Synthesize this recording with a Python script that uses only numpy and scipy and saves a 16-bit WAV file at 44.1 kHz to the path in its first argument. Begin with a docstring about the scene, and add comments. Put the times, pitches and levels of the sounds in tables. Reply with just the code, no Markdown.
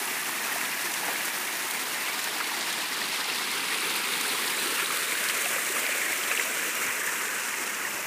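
"""Water spills over a concrete block into a shallow stream, heard from a hand-held mono microphone.
At first we stand off: air driven under by the falling sheet gurgles, babbles and plops in uneven
gushes, and drops splatter on stone and throw up spray. From 3.4 s the microphone turns in to the foot
of the fall, and a hollow cut by the ground echo climbs in pitch. The loudest plops come near 6.4 s,
about when the hand starts to bump the casing softly. After 7 s the microphone turns away again."""
import sys
import numpy as np
from scipy import signal
from scipy.fft import rfft, irfft
from scipy.io import wavfile
from scipy.ndimage import uniform_filter1d

SR = 44100
rng = np.random.default_rng(int(sys.argv[2]) if len(sys.argv) > 2 else 0)


def bounce(signal):
    """Save signal as a 16-bit WAV file at the path given by the first command-line argument."""
    frames = np.transpose(np.atleast_2d(signal))
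    limited = np.clip(frames, -1, 1)
    pcm = np.round(limited * 32767).astype(np.int16)
    wavfile.write(sys.argv[1], SR, pcm)


N = 355446

# The microphone passes the foot of the fall. Each row: time in seconds, closeness from 0 to 1.
MIC_CLOSENESS = [(0, 0.23), (.6, 0), (1.4, 0.07), (3.35, 0.1), (3.8, 0.67), (5.2, 1), (5.9, 0.75),
                 (6.4, 0.87), (7.05, 0.9), (7.4, 0.52), (8.06, 0)]
# The tone where the microphone is held. Each row: time in seconds, lowest pitch the ground echo
# cancels in Hz, echo share from 0 to 1, treble pitch the casing favours in Hz.
MIC_POSITION = [(0, 507, 0.27, 10400), (1.5, 520, 0.11, 9700), (2.7, 517, .15, 8600),
                (3.25, 570, 0.22, 9150), (3.7, 634, 0.4, 9300), (4.1, 630, 0.42, 9300),
                (4.5, 620, 0.28, 9200), (4.75, 736, 0.4, 9050), (5.15, 800, 0.38, 8740),
                (5.9, 940, 0.16, 8250), (6.7, 780, 0.25, 7800), (7.4, 740, 0.26, 7900),
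                (8.06, 730, 0.15, 7240)]
# The hand on the casing. Each row: start in seconds, peak in dB.
HAND_BUMPS = [(6.280, -54), (6.877, -47), (7.306, -58), (7.941, -53.5)]

# Spectra of the water, from low to high. Each row: frequency in Hz, relative level in dB.
GURGLE_SPECTRUM = [(25, -58), (50, -37), (90, -25.5), (130, -9), (180, -3), (260, -0.5), (400, 2),
                   (560, -0.5), (750, 1.5), (950, 0), (1400, -31.5), (3000, -52)]
BABBLE_SPECTRUM = [(60, -74), (300, -40), (650, -18), (980, -2.5), (1350, -3), (1650, -1.2), (2100, -1.8),
                   (2450, -2), (2850, -4.5), (3300, -13.5), (4500, -40), (9000, -33)]
SPLATTER_SPECTRUM = [(100, -68), (1200, -69.5), (2500, -2), (3200, 1), (3800, 2), (4500, 1), (5300, -2),
                     (6500, -12), (12000, -56)]
SPRAY_SPECTRUM = [(100, -63), (2500, -21.5), (4500, -2), (5600, 3), (7000, 1.5), (9500, 0), (11000, -1.5),
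                  (12500, -4), (16000, -39)]
MIST_SPECTRUM = [(100, -75), (5000, -43), (9500, -4), (11500, 5.5), (13000, 10), (15000, 11), (17000, -9)]

# Drops on the stone. Each row: time in seconds, then splatter, spray and mist in dB before their trims.
DROP_LEVELS = [(0, -40.5, -35, -40.5), (1.6, -40, -35.5, -41.5), (2.65, -36.5, -37.5, -44.5),
               (3.45, -34.5, -37, -46), (4.4, -34.5, -36, -40.5), (5.25, -37, -35, -40),
               (5.6, -40.5, -35, -39.7), (6.1, -39, -35.5, -40), (7, -43, -37, -41), (7.5, -44.5, -37, -45),
               (8.06, -47.5, -37.5, -43.5)]
# Big bubbles under the fall. Each row: time in seconds, base level in dB.
GURGLE_BASE = [(0, -40), (1.5, -41), (3, -40), (4.2, -40), (5.1, -42), (5.8, -41.5), (6.6, -42),
               (7.3, -43.5), (8.06, -40)]
# Heavy gushes. Each row: crest in seconds, length in seconds, extra gurgle in dB, extra babble in dB.
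HEAVY_GUSHES = [(0.548, 0.18, 0.5, 1.3), (1.107, 0.15, 4, 1.8), (2.123, 0.11, -1, 1), (2.406, 0.035, -2, 2),
                (4.64, 0.22, 1.2, 0), (4.802, 0.06, 1, 4), (5.554, 0.054, 0, 2.5), (5.754, 0.044, 2, 2),
                (5.88, 0.17, 1, 1.8), (6.11, 0.056, 3.5, 0.5), (6.318, 0.022, 2, 2), (6.86, 0.04, 3, 0),
                (6.89, 0.045, -1, 2.5)]
# The commonest bubbles in the foam. Each row: time in seconds, pitch in Hz, strength of the resonance.
FOAM_RESONANCE = [(0, 1700, 0.34), (3.2, 1810, 0.16), (3.8, 2200, 0.38), (4.35, 2170, 0.31),
                  (4.8, 2150, 0.18), (5.3, 2250, 0.53), (5.68, 2150, 0.21), (5.87, 2150, 0.61),
                  (6.1, 2170, 0.61), (6.35, 2170, .5), (6.75, 2140, 0.57), (7.1, 1800, 0.34),
                  (8.06, 1800, 0.21)]
# Single drops. Each row: start in seconds, peak in dB before SMACK_GAIN_DB, lowest and highest
# frequency in Hz, seconds to die by 60 dB.
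DROP_SMACKS = [(0.9384, -18, 3200, 9000, .03), (1.085, -25, 550, 1300, .2), (1.1325, -21, 3000, 12000, .02),
               (1.2548, -20, 6500, 14000, .015), (1.569, -20, 6500, 14000, .015),
               (1.7094, -18, 3000, 14000, .018), (2.2418, -17, 2500, 14000, .018),
               (2.402, -20, 950, 2100, .09), (2.608, -17.5, 3400, 6500, .05),
               (2.6272, -21, 2800, 6500, .02), (2.7275, -20, 3000, 10000, .025),
               (3.2425, -20, 2500, 6000, .018), (3.5143, -19, 6500, 13000, .014),
               (3.9637, -18.5, 8000, 13000, .014), (4.2108, -18, 6000, 13000, .014),
               (4.4788, -20, 2000, 7000, .025), (4.7985, -20, 1100, 2400, .05),
               (4.8622, -20, 4500, 8000, .012), (4.9715, -17.5, 4000, 14000, .018),
               (5.2398, -12.5, 1500, 15000, .014), (5.2965, -19, 1600, 3200, .04),
               (5.3766, -19, 6500, 13000, .014), (5.421, -20, 6500, 13000, .014),
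               (5.8655, -19, 2500, 4800, .018), (6.1215, -20.5, 6000, 11000, .03),
               (6.435, -23, 3000, 6500, .018), (6.5405, -20, 6000, 11000, .02),
               (6.7515, -18.5, 5000, 14000, .018), (7.065, -19.5, 6500, 10000, .009)]
# Single loud bubbles. Each row: start in seconds, peak in dB before PLOP_GAIN_DB, pitch in Hz,
# ring length in cycles, rise of the mean pitch as a share.
BUBBLE_PLOPS = [(0.2585, -25.5, 2670, 24, .1), (0.2905, -27.5, 950, 20, .1), (0.383, -26, 2280, 60, .05),
                (0.493, -27, 1550, 45, .1), (0.5586, -27, 680, 22, .04), (0.6135, -20, 2080, 18, .04),
                (0.869, -22.5, 1740, 40, .04), (1.023, -31, 775, 18, .1), (1.0847, -30, 850, 22, .04),
                (1.1575, -23, 2070, 24, .1), (1.4755, -22.5, 2150, 26, .1), (2.0746, -22.5, 2650, 22, .04),
                (2.4075, -24, 1350, 22, .04), (2.5155, -27, 930, 22, .04), (2.9205, -24, 1900, 26, .1),
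                (3.016, -23.5, 1830, 34, .1), (3.1155, -24.5, 2600, 44, .05), (3.211, -23.5, 1730, 36, .1),
                (3.2988, -20.5, 2670, 32, .04), (3.3843, -21, 3550, 26, .04), (3.712, -24, 1870, 90, .03),
                (3.7848, -22.5, 2670, 20, .1), (3.943, -28, 1050, 28, .5), (3.962, -22.5, 2500, 22, .1),
                (4.1367, -19, 3700, 24, .04), (4.249, -25, 1350, 55, .6), (4.2995, -24.5, 4030, 60, .05),
                (4.389, -28, 950, 30, .5), (4.4775, -17.5, 3800, 16, .3), (4.589, -24, 3950, 60, .05),
                (4.656, -30, 350, 16, .04), (4.778, -24, 1290, 18, .1), (4.823, -22, 1380, 28, .04),
                (4.824, -30, 390, 16, .04), (4.8586, -19, 3650, 22, .1), (4.903, -22.5, 1210, 22, .1),
                (5.1203, -20.5, 2150, 26, .04), (5.152, -24, 1570, 30, .04), (5.2321, -20, 1530, 12, .04),
                (5.2873, -17.5, 4100, 14, .04), (5.2985, -20, 2780, 30, .1), (5.457, -22, 2580, 36, .04),
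                (5.4595, -27, 690, 22, .04), (5.561, -29, 520, 16, .04), (5.582, -24, 1270, 22, .04),
                (5.699, -29, 380, 16, .04), (5.7635, -24, 1150, 22, .1), (5.8643, -19, 2270, 26, .04),
                (6.015, -22, 1900, 50, .04), (6.06, -23, 1870, 60, .03), (6.1295, -19, 2200, 22, .04),
                (6.2358, -23.5, 3100, 44, .04), (6.3095, -28.5, 525, 14, .1),
                (6.3128, -17.5, 2430, 32, .04), (6.3205, -27.5, 1120, 14, .1), (6.3497, -19, 2100, 14, .1),
                (6.375, -14, 2720, 22, .04), (6.396, -13, 2000, 22, .04), (6.8888, -20, 1750, 14, .1),
                (7.0154, -21.5, 1680, 22, .04), (7.074, -22, 1700, 36, .04), (7.089, -25, 1770, 40, .04),
                (7.5395, -24, 1900, 18, .1), (7.6755, -25, 2660, 30, .04), (7.8495, -23, 1830, 48, .04)]

SMACK_GAIN_DB, PLOP_GAIN_DB = -1.3, -1
SPLASH_DB, SPLASH_SPREAD = -9, 1.35   # round each plop: level against it, pitch ratio either side
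SPURT_DB, SIZZLE_DB = -11, -9.5   # larger drops and pinpoint bursts, against the fine patter
BABBLE_FAR_DB, BABBLE_CLOSE_GAIN_DB = -34, 2
HOLLOW_HZ, HOLLOW_FOLLOWS = 462, 0.53   # the gurgle's ring: mid pitch, share of the echo's glide
NOTCH_WIDTH_HZ, NOTCH_DEPTH = 135, 1.3   # the echo's hollow; depth is per unit of echo share
CUTOFF_HZ = 15450


def from_db(db):
    """Decibels to gain."""
    return 10 ** (np.asarray(db) / 20)


def unit_power(x):
    """Scale to a mean square of 1."""
    return x / np.sqrt(np.mean(x ** 2) + 1e-20)


def in_time(rows):
    """Each column of a curve, sample by sample."""
    times, *columns = np.transpose(rows)
    return [np.interp(np.arange(N) / SR, times, column) for column in columns]


def add(out, start_s, sound):
    """Mix a short sound in."""
    at = int(np.clip(round(start_s * SR), 0, N - 1))
    out[at:at + len(sound)] += sound[:N - at]


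def drift(rate_hz):
    """A smooth random wander of spread 1, mostly slower than rate_hz."""
    step, run_in = 20, 2000
    pole = np.exp(-2 * np.pi * rate_hz * step / SR)
    noise = rng.standard_normal(N // step + run_in + 2)
    slow = signal.lfilter([1], [1, -2 * pole, pole * pole], noise)[run_in:]
    return np.interp(np.arange(N) / step, np.arange(len(slow)), unit_power(slow))


def colour(x, spectrum):
    """Minimum-phase filter with the given spectrum, so clicks keep their attack; unit power."""
    size = 2 ** 14
    hz, db = np.transpose(spectrum)
    gain = from_db(np.interp(np.log(np.fft.rfftfreq(size, 1 / SR) + 1), np.log(hz), db))
    cepstrum = irfft(np.log(gain))[:size // 2]
    response = irfft(np.exp(rfft(2 * cepstrum, size)))[:size // 2]
    return unit_power(signal.oaconvolve(x, response)[:N])


def sliding_band(x, centre_hz, width_hz):
    """A band-pass whose centre moves, with gain 1 on top."""
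    out, state = np.zeros(N), np.zeros(2)
    radius, block = np.exp(-np.pi * width_hz / SR), 512
    for i in range(0, N, block):
        poles = [1, -2 * radius * np.cos(2 * np.pi * centre_hz[i] / SR), radius * radius]
        out[i:i + block], state = signal.lfilter([1, 0, -1], poles, x[i:i + block], zi=state)
    return (1 - radius * radius) / 2 * out


def sliding_resonance(x, centre_hz, width_hz, boost):
    """Lift a moving band, or dip it if boost is negative; unit power."""
    return unit_power(x + boost * sliding_band(x, centre_hz, width_hz))


def impacts(per_s, spread_db):
    """Clicks at random moments, many small and a few large; unit power."""
    sizes = from_db(spread_db * np.minimum(rng.exponential(1, N), 4.5))
    return unit_power(sizes * rng.choice([-1, 1], N) * (rng.random(N) < per_s / SR))


def burst(low_hz, high_hz, t60_s):
    """A short dying noise in one band; peak 1."""
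    noise = rng.standard_normal(2 ** 13)[:int(t60_s * SR)]
    age_s = np.arange(len(noise)) / SR
    band = signal.butter(2, [low_hz, min(high_hz, .45 * SR)], "band", fs=SR, output="sos")
    wave = signal.sosfilt(band, noise * from_db(-60 * age_s / t60_s))
    return wave / np.abs(wave).max()


def ping(hz, cycles, rise):
    """A ring that swells, then dies as its pitch rises, as a bubble does near the surface; peak 1."""
    age_cycles = np.arange(int(cycles / hz * SR)) * hz / SR
    progress = age_cycles / cycles
    swell = 1 - np.exp(-(10 * progress) ** 2)
    wave = np.sin(2 * np.pi * age_cycles * (1 + rise * progress)) * from_db(-60 * progress) * swell
    return wave / np.abs(wave).max()


def hand_bumps():
    """The hand knocks on the microphone's casing: faint, low thuds."""
    out = np.zeros(N)
    for start_s, db in HAND_BUMPS:
        add(out, start_s, from_db(db) * ping(hz=120, cycles=8, rise=0))
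    return out


def ground_echo(x):
    """The bounce off the ground reaches the microphone half a cycle late at one pitch and cancels it."""
    notch_hz, share, _ = in_time(MIC_POSITION)
    dull = uniform_filter1d(uniform_filter1d(x, size=12), size=12)   # rough ground smears the treble
    echo = np.interp(np.arange(N) - SR / (2 * notch_hz), np.arange(N), dull)
    both = x + share * echo
    return both - NOTCH_DEPTH * share * sliding_band(both, notch_hz, NOTCH_WIDTH_HZ)


def casing(x):
    """Bending round the casing cuts one treble band and lifts the next; both slide as the mic turns."""
    close, favoured_hz = in_time(MIC_CLOSENESS)[0], in_time(MIC_POSITION)[2]
    dipped = sliding_resonance(x, 0.577 * favoured_hz, width_hz=1500, boost=-0.35 * close)
    return sliding_resonance(dipped, favoured_hz, width_hz=2800, boost=0.43 + 0.84 * close)


def patter(spectrum, clusters, per_s, spread_db):
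    """Sharp drop impacts over the hiss of the finest ones; unit power."""
    return colour((impacts(per_s, spread_db) + rng.standard_normal(N)) * clusters, spectrum)


def spurts(per_s, spread_db, t60_s):
    """Larger drops burst one by one, each a crisp tick an octave wide at its own pitch; unit power."""
    out = np.zeros(N)
    for when, pitch, strength in rng.random((int(per_s * N / SR), 3)):
        low_hz = 2200 * 4 ** pitch
        add(out, when * N / SR, from_db(spread_db * strength ** 3) * burst(low_hz, 2 * low_hz, t60_s))
    return unit_power(out)


def drops(gush):
    """Drops land on the stone in clusters and leave fizzing bubbles: splatter, spray and finest mist."""
    splatter_db, spray_db, mist_db = in_time(DROP_LEVELS)
    clusters = from_db(1.05 * gush + 0.61 * drift(rate_hz=190))
    fizz = bubble_cloud(2610, 14260, per_s=2500, spread_db=3, cycles=81, sizes=34)
    ticks = from_db(SPURT_DB), spurts(per_s=35, spread_db=9, t60_s=.016)
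    tick_gain, ticks = ticks
    sizzle = from_db(SIZZLE_DB) * colour(impacts(per_s=260, spread_db=2.5), MIST_SPECTRUM)

    splatter = patter(SPLATTER_SPECTRUM, clusters, per_s=6000, spread_db=2)
    splatter += from_db(-3) * colour(fizz, SPLATTER_SPECTRUM)
    splatter += tick_gain * colour(ticks, SPLATTER_SPECTRUM)
    spray = patter(SPRAY_SPECTRUM, clusters, per_s=7000, spread_db=0.5)
    spray += from_db(-6.5) * colour(fizz, SPRAY_SPECTRUM)
    spray += tick_gain * colour(ticks, SPRAY_SPECTRUM)
    mist = patter(MIST_SPECTRUM, clusters, per_s=6500, spread_db=1.5)
    mist += from_db(-6) * colour(fizz, MIST_SPECTRUM) + sizzle
    return (casing(splatter) * from_db(splatter_db + 0.26)
            + casing(spray) * from_db(spray_db + 0.48)
            + unit_power(mist) * from_db(mist_db - 0.5))


def smacks():
    """Single drops hit stone or water hard enough to stand out of the rush."""
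    out = np.zeros(N)
    for start_s, db, low_hz, high_hz, t60_s in DROP_SMACKS:
        add(out, start_s, from_db(db + SMACK_GAIN_DB) * burst(low_hz, high_hz, t60_s))
    return out


def bubble_cloud(low_hz, high_hz, per_s, spread_db, cycles, sizes):
    """A crowd of bubbles, each size ringing at its own pitch; even per Hz, unit power."""
    births, size_of = impacts(per_s, spread_db), rng.integers(0, sizes, N)
    out = np.zeros(N)
    for size, hz in enumerate(np.geomspace(low_hz, high_hz, sizes)):
        radius = from_db(-60 * hz / (cycles * SR))
        poles = [1, -2 * radius * np.cos(2 * np.pi * hz / SR), radius * radius]
        kicks = births * (size_of == size) + 1e-18 * (size_of - 1)   # tiny floor against underflow
        out += np.sqrt(hz) * unit_power(signal.lfilter([1, -1], poles, kicks))
    return unit_power(out)


def stray_bubbles(low_hz, high_hz, per_s, spread_db, cycles, rise):
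    """Lone bubbles at the edge of the foam ring longer and chirp upward; unit power."""
    out = np.zeros(N)
    for when, pitch, strength, length in rng.random((int(per_s * N / SR), 4)):
        hz = low_hz + (high_hz - low_hz) * pitch
        gain = np.sqrt(hz) * from_db(spread_db * strength ** 2)
        add(out, when * N / SR, gain * ping(hz, cycles * (.5 + length), rise))
    return unit_power(out)


def gurgle(close):
    """Big bubbles over the churn of faint ones; up close a hollow ring follows the echo's glide."""
    notch_hz = in_time(MIC_POSITION)[0]
    hollow_hz = HOLLOW_HZ * (notch_hz / notch_hz.mean()) ** HOLLOW_FOLLOWS
    big = bubble_cloud(204.7, 1154, per_s=600, spread_db=3, cycles=25.3, sizes=22)
    churn = from_db(1) * colour(rng.standard_normal(N), GURGLE_SPECTRUM)
    bubbles = colour(big, GURGLE_SPECTRUM) + churn
    return sliding_resonance(bubbles, hollow_hz, width_hz=170, boost=1.15 * close)


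def babble():
    """Small bubbles over the churn of faint ones; the commonest size in the foam lifts one band."""
    small = bubble_cloud(719, 3650, per_s=2200, spread_db=2.8, cycles=17, sizes=36)
    plinks = from_db(-5) * stray_bubbles(1150, 2750, per_s=130, spread_db=11, cycles=80, rise=.09)
    foam = from_db(-8) * stray_bubbles(1650, 2400, per_s=55, spread_db=9, cycles=170, rise=.025)
    churn = from_db(2) * colour(rng.standard_normal(N), BABBLE_SPECTRUM)
    bubbles = colour(small, BABBLE_SPECTRUM) + plinks + foam + churn
    common_hz, strength = in_time(FOAM_RESONANCE)
    return sliding_resonance(bubbles, common_hz, width_hz=550, boost=strength)


def surges():
    """Each heavy gush is one smooth swell; gives the extra dB of gurgle and of babble."""
    t, out = np.arange(N) / SR, np.zeros((2, N))
    for crest_s, length_s, *extra_db in HEAVY_GUSHES:
        out += np.outer(extra_db, np.exp(-(2 * (t - crest_s) / length_s) ** 2))
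    return out


def pool(gush):
    """Air driven under at the foot of the fall rings with each gush; the babble is louder up close."""
    close = in_time(MIC_CLOSENESS)[0]
    gurgle_surge_db, babble_surge_db = surges()
    gurgle_db = in_time(GURGLE_BASE)[0] + gurgle_surge_db + 0.82 * gush
    babble_db = BABBLE_FAR_DB + BABBLE_CLOSE_GAIN_DB * close + babble_surge_db + 0.62 * gush
    return gurgle(close) * from_db(gurgle_db) + babble() * from_db(babble_db)


def plops():
    """Single loud bubbles in the foreground, each ringing inside a small splash."""
    out = np.zeros(N)
    for start_s, db, hz, cycles, rise in BUBBLE_PLOPS:
        splash = burst(hz / SPLASH_SPREAD, hz * SPLASH_SPREAD, t60_s=.035)
        add(out, start_s, from_db(db + PLOP_GAIN_DB) * ping(hz, cycles, rise))
        add(out, start_s, from_db(db + PLOP_GAIN_DB + SPLASH_DB) * splash)
    return out


def scene():
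    """At the stream: one uneven gush drives pool and drops together; both channels are alike."""
    gush = drift(rate_hz=35)
    mono = ground_echo(pool(gush)) + drops(gush) + plops() + smacks() + hand_bumps()
    return np.stack([mono, mono])


def record(dry):
    """The top of the microphone's signal is cut steeply."""
    low_pass = signal.ellip(14, .1, 90, CUTOFF_HZ, fs=SR, output="sos")
    return signal.sosfilt(low_pass, dry)


dry = scene()
out = record(dry)
bounce(out)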